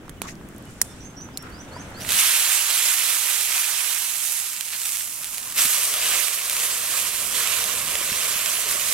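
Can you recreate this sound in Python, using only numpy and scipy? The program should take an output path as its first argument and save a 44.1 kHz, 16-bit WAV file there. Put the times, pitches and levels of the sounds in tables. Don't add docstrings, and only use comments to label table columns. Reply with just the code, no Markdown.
import sys
import numpy as np
from scipy import signal
from scipy.fft import rfft, irfft, next_fast_len
from scipy.io import wavfile
from scipy.ndimage import uniform_filter1d

SR = 44100
rng = np.random.default_rng(int(sys.argv[2]) if len(sys.argv) > 2 else 0)


def log_audio(samples):
    frames = np.atleast_2d(samples).T
    limited = np.clip(frames, -1, 1)
    pcm = np.round(limited * 32767).astype(np.int16)
    wavfile.write(sys.argv[1], SR, pcm)


def volts(x):
    e = np.asarray(x, float) / 20
    return 10 ** e


N = 394033


def evened(x):
    return x / np.sqrt(np.mean(np.atleast_2d(x).mean(0) ** 2) + 1e-20)


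def read(points, hz):
    f, value = np.transpose(points)
    return np.interp(np.log(hz + 1), np.log(f + 1), value)


def curves(rows):
    s, *columns = np.transpose(rows)
    t = np.arange(N) / SR
    inside = uniform_filter1d(1. * (t >= s[0]) * (t <= s[-1] + .02), size=600)
    return inside, [np.interp(t, s, c) for c in columns]


def bump(peak, length, rise):
    rise = np.clip(rise, .05, .95)
    corners = [peak - rise * length, peak, peak + (1 - rise) * length]
    u = np.interp(np.arange(N) / SR, corners, [0, 1, 0])
    return np.sin(np.pi / 2 * u) ** 2


def panned(x, pan_db):
    return x * np.array([volts(pan_db / 2), volts(-pan_db / 2)]).reshape(2, -1)


def add(mix, s, sound):
    part = mix[:, round(s * SR):][:, :sound.shape[1]]
    part += sound[:, :part.shape[1]]


def band(x, hz, width_hz):
    r = np.exp(-np.pi * max(width_hz, 100) / SR)
    return signal.lfilter([1, 0, -1], [1, -2 * r * np.cos(2 * np.pi * hz / SR), r * r], x)


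def noise(colour, same, phase, patchy_db, flicker_db, size):
    frames, hz = 4 * N // size + 5, np.fft.rfftfreq(size, 1 / SR)
    a, b, c, d, patches = rng.standard_normal((frames, len(hz), 5)).T
    flicker = evened(uniform_filter1d(patches[0], size=4))
    patches = uniform_filter1d(uniform_filter1d(patches, size=8, axis=0), size=12, axis=1)
    patches = evened(patches.ravel()).reshape(a.shape)
    like = np.clip(read(same, hz), -1, 1)[:, None]
    right = a + 1j * b
    left = like * right * np.exp(1j * read(phase, hz))[:, None] + np.sqrt(1 - like ** 2) * (c + 1j * d)
    level_db = read(colour, hz)[:, None] + patchy_db * patches + flicker_db * flicker
    z = np.array([left, right]) * volts(level_db)
    return evened(signal.istft(z, nperseg=size, noverlap=3 * size // 4)[1][:, :N])


def impulse(colour):
    hz = np.fft.rfftfreq(256, 1 / SR)
    return np.roll(irfft(volts(read(colour, hz)) * np.exp(.6j)), 128) * np.hanning(256)


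# (time [s], level [dB])
ROAR = [(0.0, -47), (0.3, -43.5), (0.87, -47.5), (1.5, -45), (2.14, -46), (2.24, -61), (2.49, -67.5),
        (3.26, -66.5), (4.53, -65.5), (5.32, -60), (5.64, -55), (5.74, -63), (6.09, -57.5), (6.27, -66),
        (6.62, -59), (7.9, -53), (8.4, -56.5), (8.93, -55.5)]
# (frequency [Hz], density [dB per Hz])
ROAR_COLOUR = [(22, -30.5), (40, -1), (60, 2.5), (250, 0), (355, -5.5), (500, -16.5), (900, -36.5)]
FLUTTER_COLOUR = [(250, -46), (450, 3), (990, -3.5), (1460, -2), (2200, -8), (3500, -12.5), (4800, -35),
                  (8000, -50)]
SAP_COLOUR = [(1500, 5.5), (4800, 3), (5900, 6), (8300, 5.5), (12000, -5), (14800, -19), (16000, -15)]
# (frequency [Hz], likeness [0-1])
FIRE_SAME = [(30, .78), (60, .88), (130, .97), (290, .93), (640, .7), (1400, .3), (3100, 0)]
# (time [s], draught [dB])
DRAUGHT = [(0, 0), (1.15, 0.5), (1.6, 4), (1.85, 7.5), (1.98, 6.5), (2.1, 11)]
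# (peak time [s], length [s], level [dB], rise [share of length])
SAP_JET = (0.96, 1.02, 8.5, 0.7)


def fire():
    in_phase = [(0, 0), (1, 0)]
    roar = noise(ROAR_COLOUR, FIRE_SAME, in_phase, patchy_db=1.0, flicker_db=-0.5, size=1024)
    roar = volts(curves(ROAR)[1][0] + 4.0) * roar
    inside, (draught_db,) = curves(DRAUGHT)
    peak, length, jet_db, rise = SAP_JET
    flutter_db = -52.5 + draught_db
    sap_db = -64 + 1.34 * draught_db + jet_db * bump(peak, length, rise)
    flutter = noise(FLUTTER_COLOUR, FIRE_SAME, in_phase, patchy_db=1.5, flicker_db=.4, size=512)
    sap = noise(SAP_COLOUR, FIRE_SAME, in_phase, patchy_db=1.3, flicker_db=.6, size=256)
    return roar + inside * panned(volts(flutter_db + 1.5) * flutter + volts(sap_db + 2.5) * sap, -0.94)


# (time [s], peak level [dB], main frequency [Hz], left-
# right [dB], width [Hz])
CRACKS = [(.0805, -31, 900, -3, 796), (.227, -33, 2000, -4, 3000), (0.3539, -33, 3960, 7, 6000),
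          (0.412, -35, 900, 0, 700), (.425, -44.5, 11000, 0, 7000), (.471, -44, 11000, 0, 7000),
          (.547, -42, 9000, 0, 8000), (.488, -31, 8450, 3, 7000), (.563, -34, 8000, -4, 7000),
          (.6245, -37, 11000, -3, 7000), (.7078, -41, 12000, 0, 6000), (.5825, -30, 10000, -9, 8000),
          (.654, -33, 8990, -3, 9000), (.851, -43, 1500, -3, 2500), (1.112, -48, 8000, 0, 5000),
          (1.1555, -44, 6070, -5, 900), (1.21, -32, 3000, -6.5, 3500), (1.245, -39, 8000, -3.5, 6050),
          (1.288, -35, 1040, -5, 500), (1.7714, -39, 7000, -3, 4000), (1.4247, -29, 9000, -2, 8000),
          (1.4275, -29, 8000, -2.5, 6000), (1.5, -39.5, 10000, 8, 8000), (1.905, -36, 11000, 0, 8000),
          (2.048, -20, 1700, -4, 1200)]


def cracks():
    out, t = np.zeros((2, N)), np.arange(3000) / SR
    for s, db, hz, pan_db, width_hz in CRACKS:
        t60_s = 0.0044 + 0.014 * volts(db) + 3.3 / width_hz
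        shared, left, right = rng.standard_normal((3, len(t)))
        spray = shared + .7 * np.array([left, right])
        spray = spray * volts(-60 * t / max(t60_s, .002)) * np.minimum(t / .0005, 1)
        spray = spray + 4.5 * (np.arange(len(t)) == 22)
        ring = band(band(spray, hz, width_hz), hz, 2 * width_hz)
        shaken_log = volts(db / 4 - 4) * evened(band(spray, 1700, 2300))
        ring = evened(ring) + shaken_log
        add(out, s, volts(db) * panned(ring / abs(ring.mean(0)).max(), pan_db))
    return out


# (frequency [Hz], density [dB per Hz])
POP_COLOUR = [(300, -28), (900, -13), (2500, 1), (4800, -1.5), (8500, 2), (13000, 0.5), (16300, -8)]
# (time [s], peak level [dB], left-right [dB], splinter level [dB], knock level [dB])
SPLITS = [
    (0.0945, -22, -8, -20, 0),
    (0.2177, -13, -7, -22, -2),
    (0.8153, -2, -4, -12, -2),
    (1.3732, -16, -5, -16, -20),
]
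# (frequency [Hz], width [Hz], level [dB])
SPLIT_RINGS = [
    [(1830, 370, 9), (3230, 340, 4), (6300, 490, -19), (10100, 420, -13), (11700, 580, -20)],
    [(2400, 270, -1.5), (3900, 360, -7), (6400, 400, -31), (8700, 560, -19), (11700, 360, -24),
     (13800, 390, -28)],
    [(1880, 300, 9), (4000, 260, 3), (5660, 200, 10), (8950, 300, 6), (9500, 180, -14), (10730, 210, -17),
     (13000, 250, -7), (14300, 240, -17)],
    [(4180, 370, 15), (7110, 270, -6), (8530, 245, -10), (11600, 310, -7), (13400, 260, -13)],
]


def splits():
    out, t, snap = np.zeros((2, N)), np.arange(2000) / SR, impulse(POP_COLOUR)[118:246]
    for (s, db, pan_db, splinter_db, knock_db), rings in zip(SPLITS, SPLIT_RINGS):
        log = 0
        for hz, width_hz, ring_db in rings + [(950, 500, knock_db)]:
            phase = 2 * np.pi * rng.random() + rng.normal(0, hz / 6000, (2, 1))
            decay = np.exp(-np.pi * width_hz * t)
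            log = log + volts(ring_db) * width_hz * decay * np.sin(2 * np.pi * hz * t + phase)
        splinters = band(band(rng.standard_normal((2, len(t))), 8500, 8000), 8000, 12000)
        splinters = splinters * volts(splinter_db - 60 * t / .024)
        crack = (log / abs(log).max() + splinters) * np.minimum(t / 0.00026, 1)
        crack[:, :128] += volts(-1) * snap / abs(snap).max()
        add(out, s, volts(db) * panned(crack / abs(crack.mean(0)).max(), pan_db))
    return out


# (time [s], length [s], frequency [Hz], level [dB])
PEEPS = [(.17, .025, 2950, -59), (.66, .04, 2950, -58), (.855, .085, 3550, -60), (.9, .035, 5450, -57)]
# (time [s], length [s], low [Hz], top [Hz], level [dB])
SLURS = [(0.996, 0.12, 5660, 6360, -42.5), (1.162, 0.11, 5560, 6130, -36.5), (1.33, 0.14, 4880, 5580, -48)]
FLICKS = [(1.515, 0.12, 4460, 6127, -45), (1.71, 0.12, 4210, 6310, -45), (1.94, .1, 4170, 6030, -40.5)]
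# (time [share of length], pitch [share of the climb], level [dB])
SLUR = [(0, 0, -20), (.07, .15, -7), (.17, .4, -6), (.33, 0.56, -11), (.55, 0.98, -0.5), (1, 0.85, -22)]
FLICK = [(0, 0, -24), (.08, 0, -10), (.32, .24, -8), (.55, .33, -9), (.63, .6, -8), (.82, 0.99, 2),
         (1, .93, -13)]


def birds():
    dry = np.zeros((2, N))
    chirps = [(row, SLUR) for row in SLURS] + [(row, FLICK) for row in FLICKS]
    glides = [[(s, hz, db), (s + length, hz, db)] for s, length, hz, db in PEEPS]
    for (s, length, low, top, db), shape in chirps:
        glides.append([(s + u * length, low + climb * (top - low), db + shape_db)
                       for u, climb, shape_db in shape])
    for rows in glides:
        s, hz, db = np.transpose(rows)
        t = np.arange(s[0], s[-1], 1 / SR)
        warble = evened(uniform_filter1d(rng.standard_normal(len(t)), size=120))
        pitch_hz = np.interp(t, s, hz) * (1 + .009 * warble)
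        tone = np.sqrt(2) * np.sin(2 * np.pi * np.cumsum(pitch_hz) / SR)
        tone = tone * volts(np.interp(t, s, db) + 2.0 * warble[::-1]) * signal.windows.tukey(len(t), .15)
        add(dry, s[0], panned(np.array([tone, np.roll(tone, 1)]), -5))
    t = np.arange(6000) / SR
    sparse = rng.standard_normal((2, len(t))) * (rng.random((2, len(t))) < .05)
    trees = sparse * volts(-60 * t / 0.22)
    trees = trees / np.linalg.norm(trees[0])
    return dry + volts(-5) * signal.oaconvolve(dry, trees, axes=1)[:, :N]


# (time [s], length [s], level [dB], frequency [Hz], rise
SPITS = [(0.21, 0.073, -51, 3600, 0.4), (0.26, 0.084, -42.5, 6300, 0.28), (0.27, 0.052, -40, 2000, 0.3),
         (.225, 0.08, -42, 1200, .3), (.66, 0.12, -56, 7500, 0.5), (.82, 0.14, -47, 8700, .03),
         (1.412, .2, -45.5, 1300, 0.12), (.22, 0.07, -47, 6700, .1), (9.6, 0.064, -31, 2000, .3)]


def spits():
    out = np.zeros((2, N))
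    for s, length, db, hz, rise in SPITS:
        u = np.arange(round(length * SR)) / (length * SR)
        left_right, shared, uneven = np.split(rng.standard_normal((4, 9000))[:, :len(u)], [2, 3])
        sputter = volts(1.7 * evened(uniform_filter1d(uneven[0], size=150)))
        shape = np.interp(u, [0, np.clip(rise, .01, .99), 1], [0, 1, 0])
        jet = evened(band(left_right + 0.23 * shared, hz, 0.27 * hz))
        add(out, s, volts(db) * panned(jet * sputter * shape, 0.5))
    return out


# (time [s], peak level [dB], frequency [Hz])
SLAPS = [(1.763, -27.5, 976), (5.653, -33, 245), (7.739, -33, 483), (7.889, -39, 945), (8.01, -30, 550),
         (8.088, -33, 554), (8.119, -30, 202), (8.359, -38, 198), (8.584, -33, 700), (8.664, -36, 610),
         (8.752, -31, 615), (8.809, -41, 585)]


def slaps():
    out, t = np.zeros((2, N)), np.arange(3000) / SR
    for s, db, hz in SLAPS:
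        modes = np.sin(2 * np.pi * hz * t) + 0.55 * np.sin(2 * np.pi * 0.66 * hz * t)
        thump = modes * volts(db - 60 * t / 0.047) * np.minimum(t / 0.0014, 1)
        add(out, s, np.array([thump, thump]))
    return out


BUBBLE_HZ = [2100, 3380, 7600, 11100, 13400]


def bursts(per_s, spread_db, lag_samples, mean_lag, pan_db, ring_db=-7):
    when, size, lag, side, kind = rng.random((round(per_s * N / SR), 5)).T
    at = (when * (N - 40)).astype(int) + 20
    clumps = evened(uniform_filter1d(rng.standard_normal(N), size=400))[at]
    height = volts(spread_db * np.minimum(-np.log(size + 1e-9), 2.8) + 2.2 * np.minimum(clumps, 1.5))
    shift = np.round(mean_lag + lag_samples * (2 * lag - 1)).astype(int)
    out, snap = np.zeros((2, N)), impulse(POP_COLOUR)
    for k, hz in enumerate(BUBBLE_HZ):
        own = height * ((kind * len(BUBBLE_HZ)).astype(int) == k)
        left = np.bincount(at + shift, own * volts(pan_db * (side - .5)), N)
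        right = np.bincount(at, own * volts(pan_db * (.5 - side)), N)
        grain = snap + volts(ring_db) * evened(band(snap, hz, 1.1 * hz)) * snap.std()
        out += signal.oaconvolve(np.array([left, right]), grain[None], axes=1)[:, :N]
    return evened(out)


# (frequency [Hz], density [dB per Hz])
STEAM_COLOUR = [(180, -56), (350, -14.5), (500, -17), (850, -10.5), (1200, -5.5), (1750, -3), (2750, 0),
                (4830, -1.5), (8100, 4.5), (12500, 2), (15000, -6), (16300, -8)]
# (frequency [Hz], likeness [0-1])
STEAM_SAME = [(130, 1), (400, 0.97), (800, 0.93), (1400, 0.93), (3100, 0.993), (6800, 0.107), (15000, .03)]
# (frequency [Hz], phase [rad])
STEAM_PHASE = [(300, 0.2), (1700, -0.9), (3100, -1.1), (6000, -1), (16000, -3)]
# (frequency [Hz], added left-right [dB])
STEAM_BALANCE = [(300, 9), (700, 8.5), (1300, 8), (2400, 0.5), (4400, 6), (8000, 3), (15000, 3.5)]
# (time [s], strength [dB], wetness [dB], left-right [dB])
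BOILING = [(1.97, -53.5, -8, -2), (2.06, -39, -3, -9), (2.11, -27.5, -1.5, -10), (2.19, -21.5, -3.5, -8.5),
           (2.65, -25.5, -4.5, -10), (3.1, -25.5, -6, -11), (3.55, -27, -4.5, -10.5),
           (4.15, -29.5, -8, -12), (4.3, -27, -10, -11.5), (4.58, -34.5, -6, -9), (5.13, -34.5, -12, -9.5),
           (5.535, -35, -8, -8), (5.59, -21.3, -2.3, -7), (5.88, -26.5, -5, -6), (6.33, -30, -4.5, -6.5),
           (7.28, -29.5, -6, -9.5), (8.1, -29, -3, -9), (8.93, -29, -4.5, -10.5)]
# (peak time [s], length [s], level [dB], extra
# wetness [dB], left-right shift [dB])
SURGES = [(2.012, 0.052, 0, 11.5, 0.1), (2.196, 0.042, 2.5, -1, 1), (2.522, 0.15, 1, 0.5, -1.5),
          (2.733, 0.21, 1, 1.5, 0), (2.88, 0.2, 2.5, 0.8, 1.5), (5.69, 0.37, 0.5, -4.5, -1.5),
          (3.591, 0.2, 2.5, 0, 1.5), (3.07, 0.26, 1, 1.5, 1), (3.33, 0.166, 0.5, 0, -1),
          (3.445, .1, 0, -2, -1), (4.655, .08, 0.5, -2.5, -1), (5.854, 0.16, 1.5, -2.5, -0.5),
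          (6.0, 0.12, -1.5, 2, 1), (6.43, 0.13, 1, -1, -1), (7.83, 0.1, -1, -0.5, -0.5),
          (8.056, .14, -0.5, -1, 1), (6.16, .12, 0, 0.5, 0), (2.644, .08, -1, -0.5, -0.5),
          (7.278, .08, -0.5, -1, -3), (8.645, .08, -1, 1.5, 2), (7.7, 0.12, 0.5, 1, -2),
          (5.347, 0.13, 1.5, 0, -1), (3.886, 0.57, 0, 1.5, -1), (4.737, 0.094, 0.5, 5, 1),
          (4.903, 0.53, 5, -0.5, -0.5), (5.282, 0.13, -0.5, 0.5, -1), (6.124, 0.44, 3.5, 1.5, -1.5),
          (6.24, 0.31, 0.5, -1, -6), (6.352, .08, 2, -2.5, -2), (6.63, 0.41, 3.5, -0.5, -0.5),
          (6.964, 0.29, 3.5, 1, -1.5), (7.068, 0.053, 1.5, 2, -1), (7.19, .12, 1, 0, -1),
          (7.383, 0.17, 3, 2, 0), (7.525, 0.36, 2, 2.5, -2), (8.28, 0.58, 1.5, -0.5, 0.5),
          (8.544, 0.263, 2, -1, 0), (8.717, 0.11, 3.5, -2, 2), (8.93, 0.24, 3, -1, -0.5)]


def steam():
    inside, slow = curves(BOILING)
    swells = np.array([bump(s, length, 0.48) for s, length, *_ in SURGES])
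    fizz_db, wet_db, pan_db = slow + np.transpose(SURGES)[2:] @ swells
    pool = curves(GROUND)[1][0]
    boil_db = -37.5 + 0.88 * (fizz_db + 22) + 0.88 * wet_db + 6 * pool
    flutter_floor = volts(8 + curves(ROAR)[1][0])
    flutter_floor = flutter_floor * np.clip(np.arange(N) / SR - BOILING[0][0], 0, 1)
    boil = np.hypot(volts(boil_db), flutter_floor)
    gurgle = boil * volts(-15 + 9 * pool)

    swelling = np.clip(uniform_filter1d(np.gradient(fizz_db) * SR, size=2000), -50, 150)
    share = np.clip(-0.028 - 0.04 * wet_db + 0.0021 * swelling, 0, 1)
    hiss = noise(STEAM_COLOUR, STEAM_SAME, STEAM_PHASE, patchy_db=1.37, flicker_db=.5, size=512)
    separate = bursts(1500, 3.6, lag_samples=2, mean_lag=1.5, pan_db=6.7)
    mix = np.sqrt(1 - share) * hiss + np.sqrt(share) * separate

    size = next_fast_len(N)
    hz = np.fft.rfftfreq(size, 1 / SR)
    z = rfft(mix, size) * volts(np.outer([.5, -.5], read(STEAM_BALANCE, hz)))
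    deep = 1 / (1 + (hz / 510) ** 10)
    low = 1 / (1 + (hz / 1200) ** 6)
    high = 1 - 1 / (1 + (hz / 5000) ** 8)
    parts = [(deep, gurgle), (low - deep, boil),
             (1 - low - high, volts(fizz_db + wet_db)), (high, volts(fizz_db))]
    total = sum(gain * evened(irfft(z * part, size)[:, :N]) for part, gain in parts)
    return inside * panned(total, pan_db)


# (time [s], peak level [dB], left-right [dB])
LANDING = [(2.0027, -18, -5), (2.0075, -11, -8), (2.0138, -11, -5), (2.02, -7, -8), (2.0287, -15, -4),
           (2.0334, -12, -2), (2.0357, -19, -5), (2.0379, -16, -7), (2.0504, -18, -4), (2.0638, -8, -5),
           (2.0793, -16, -5), (2.0827, -7, -6), (2.0907, 3, -1), (2.095, 0, -4), (2.0982, -1, -8),
           (2.1046, -1, -1), (2.1057, 1, -1), (2.1204, 6, 0), (2.124, -1, -4), (2.1313, -2, -6),
           (2.1365, -4, -4), (2.1435, -2, -6), (2.1538, -2, -2), (2.1683, 0, -4)]
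# (time [s], peak level [dB], left-right [dB])
POPS = [(2.1918, 5, -8), (2.3091, 3, -8), (3.765, -2, -7), (3.9476, -1, -12), (4.1571, -3, -10),
        (4.2973, -1, -4.5), (4.4007, -6, -8), (4.4675, -4, -9), (4.4896, -8, -7), (4.5018, -8, -8),
        (4.5329, -4, -4), (4.573, -5, -6), (4.6103, 4.5, -14), (4.65, -7, -7), (4.6546, -6, -8),
        (4.7339, -5, -4), (4.7661, -6, -5), (4.8173, 0.5, -3), (4.8339, -2, -5), (4.8569, -5, -4),
        (4.8922, 0, -7), (4.9305, -5, -5), (4.9434, -3, -6.5), (4.9554, -5, -8), (4.9712, 1, -5),
        (5.008, -7, -8), (5.0329, -7, -2), (5.075, -7, -6), (5.096, -11, -7), (5.1223, -14, -7),
        (5.1701, -12, -10), (5.235, -4, -3), (5.2446, 2, -6), (5.2562, -7, -6), (5.3816, 2, -7),
        (5.5238, -5, 2), (5.6199, 7, 3), (5.7367, 3, -2), (5.9404, 4, 0), (5.972, -2, 5), (6.2824, 2, -6),
        (6.311, -5, -6), (6.498, 4.5, 4), (6.512, -2, -5), (6.5676, 2, 0), (6.9921, 1, -13),
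        (7.038, -3, -15), (7.0845, 0, -14), (7.1676, -3, -12), (7.4019, 3, -8), (7.474, 9, -13),
        (7.5384, 0, -9.5), (7.6408, -1, -14), (7.8806, -1, -17), (8.0646, -1, -14), (8.4603, 3, -14),
        (8.5202, 0, -10), (8.7121, 0, -4), (8.7239, 1, -8), (8.9259, 6, -10)]
# (time [s], peak level [dB], left-right [dB], dullness [0-1])
SPLATS = [(2.309, -7, -3, .3), (4.6088, -4, -8, 0.1), (4.734, -9, -4, .7), (5.0091, -11, -1, 0.74),
          (5.382, -20, -5, .5), (6.2824, -2, -10, 1), (6.498, -4, -6, .1), (6.511, -8, -4.5, .1),
          (7.6405, -1, -8, .4), (7.954, -1.5, -3, 1), (8.392, -5, -6, 0.7), (8.4603, -2, -8, .4),
          (8.712, -4, -3, .3)]


def pops():
    out, snap = np.zeros((2, N)), impulse(POP_COLOUR)
    rows = [(*row, .1, -24) for row in POPS]
    rows += [(*row, -6) for row in SPLATS]
    rows += [(*row, .15, -17) for row in LANDING]
    lags, spatter = rng.random(len(rows)), rng.standard_normal((len(rows), 200))
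    for (s, db, pan_db, dull, spatter_db), lag, drops in zip(rows, lags, spatter):
        fade = volts(spatter_db - 60 * np.arange(200) / SR / 0.0092)
        burst = np.convolve(snap, np.r_[1, drops * fade])
        own = signal.lfilter([1], [1, -.8 * np.clip(dull, 0, 1)], burst)
        late = round(2 * lag)
        pair = np.array([np.pad(own, (2 + late, 3 - late)), np.pad(own, (3, 2))])
        gain = volts(db - 5.5 - abs(pan_db) / 2) / abs(own).max()
        add(out, s - 131 / SR, gain * panned(pair, pan_db))
    return out


# (time [s], echo [share])
GROUND = [(0, .1), (5.3, .1), (5.9, .55), (8.93, .6)]


def ground(x):
    s, share = np.transpose(GROUND)
    dull = signal.oaconvolve(x, signal.firwin(151, 1150, fs=SR)[None], "same")
    delay = round(.00174 * SR)
    echo = np.pad(dull, ((0, 0), (delay, 0)))[:, :N]
    return x + np.interp(np.arange(N) / SR, s, share) * echo


def scene():
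    plate = ground(steam() + pops())
    return plate + fire() + slaps() + cracks() + splits() + spits() + birds()


def low_pass(x):
    return signal.sosfilt(signal.butter(12, 16180, fs=SR, output="sos"), x)


def record(dry):
    lowpass = signal.firwin(1601, 15850, window=("kaiser", 8), fs=SR)
    mix = signal.oaconvolve(np.clip(dry, -1, 1), lowpass[None], "same")
    return low_pass(np.clip(mix, -1, 1))


dry = scene()
out = record(dry)
log_audio(out)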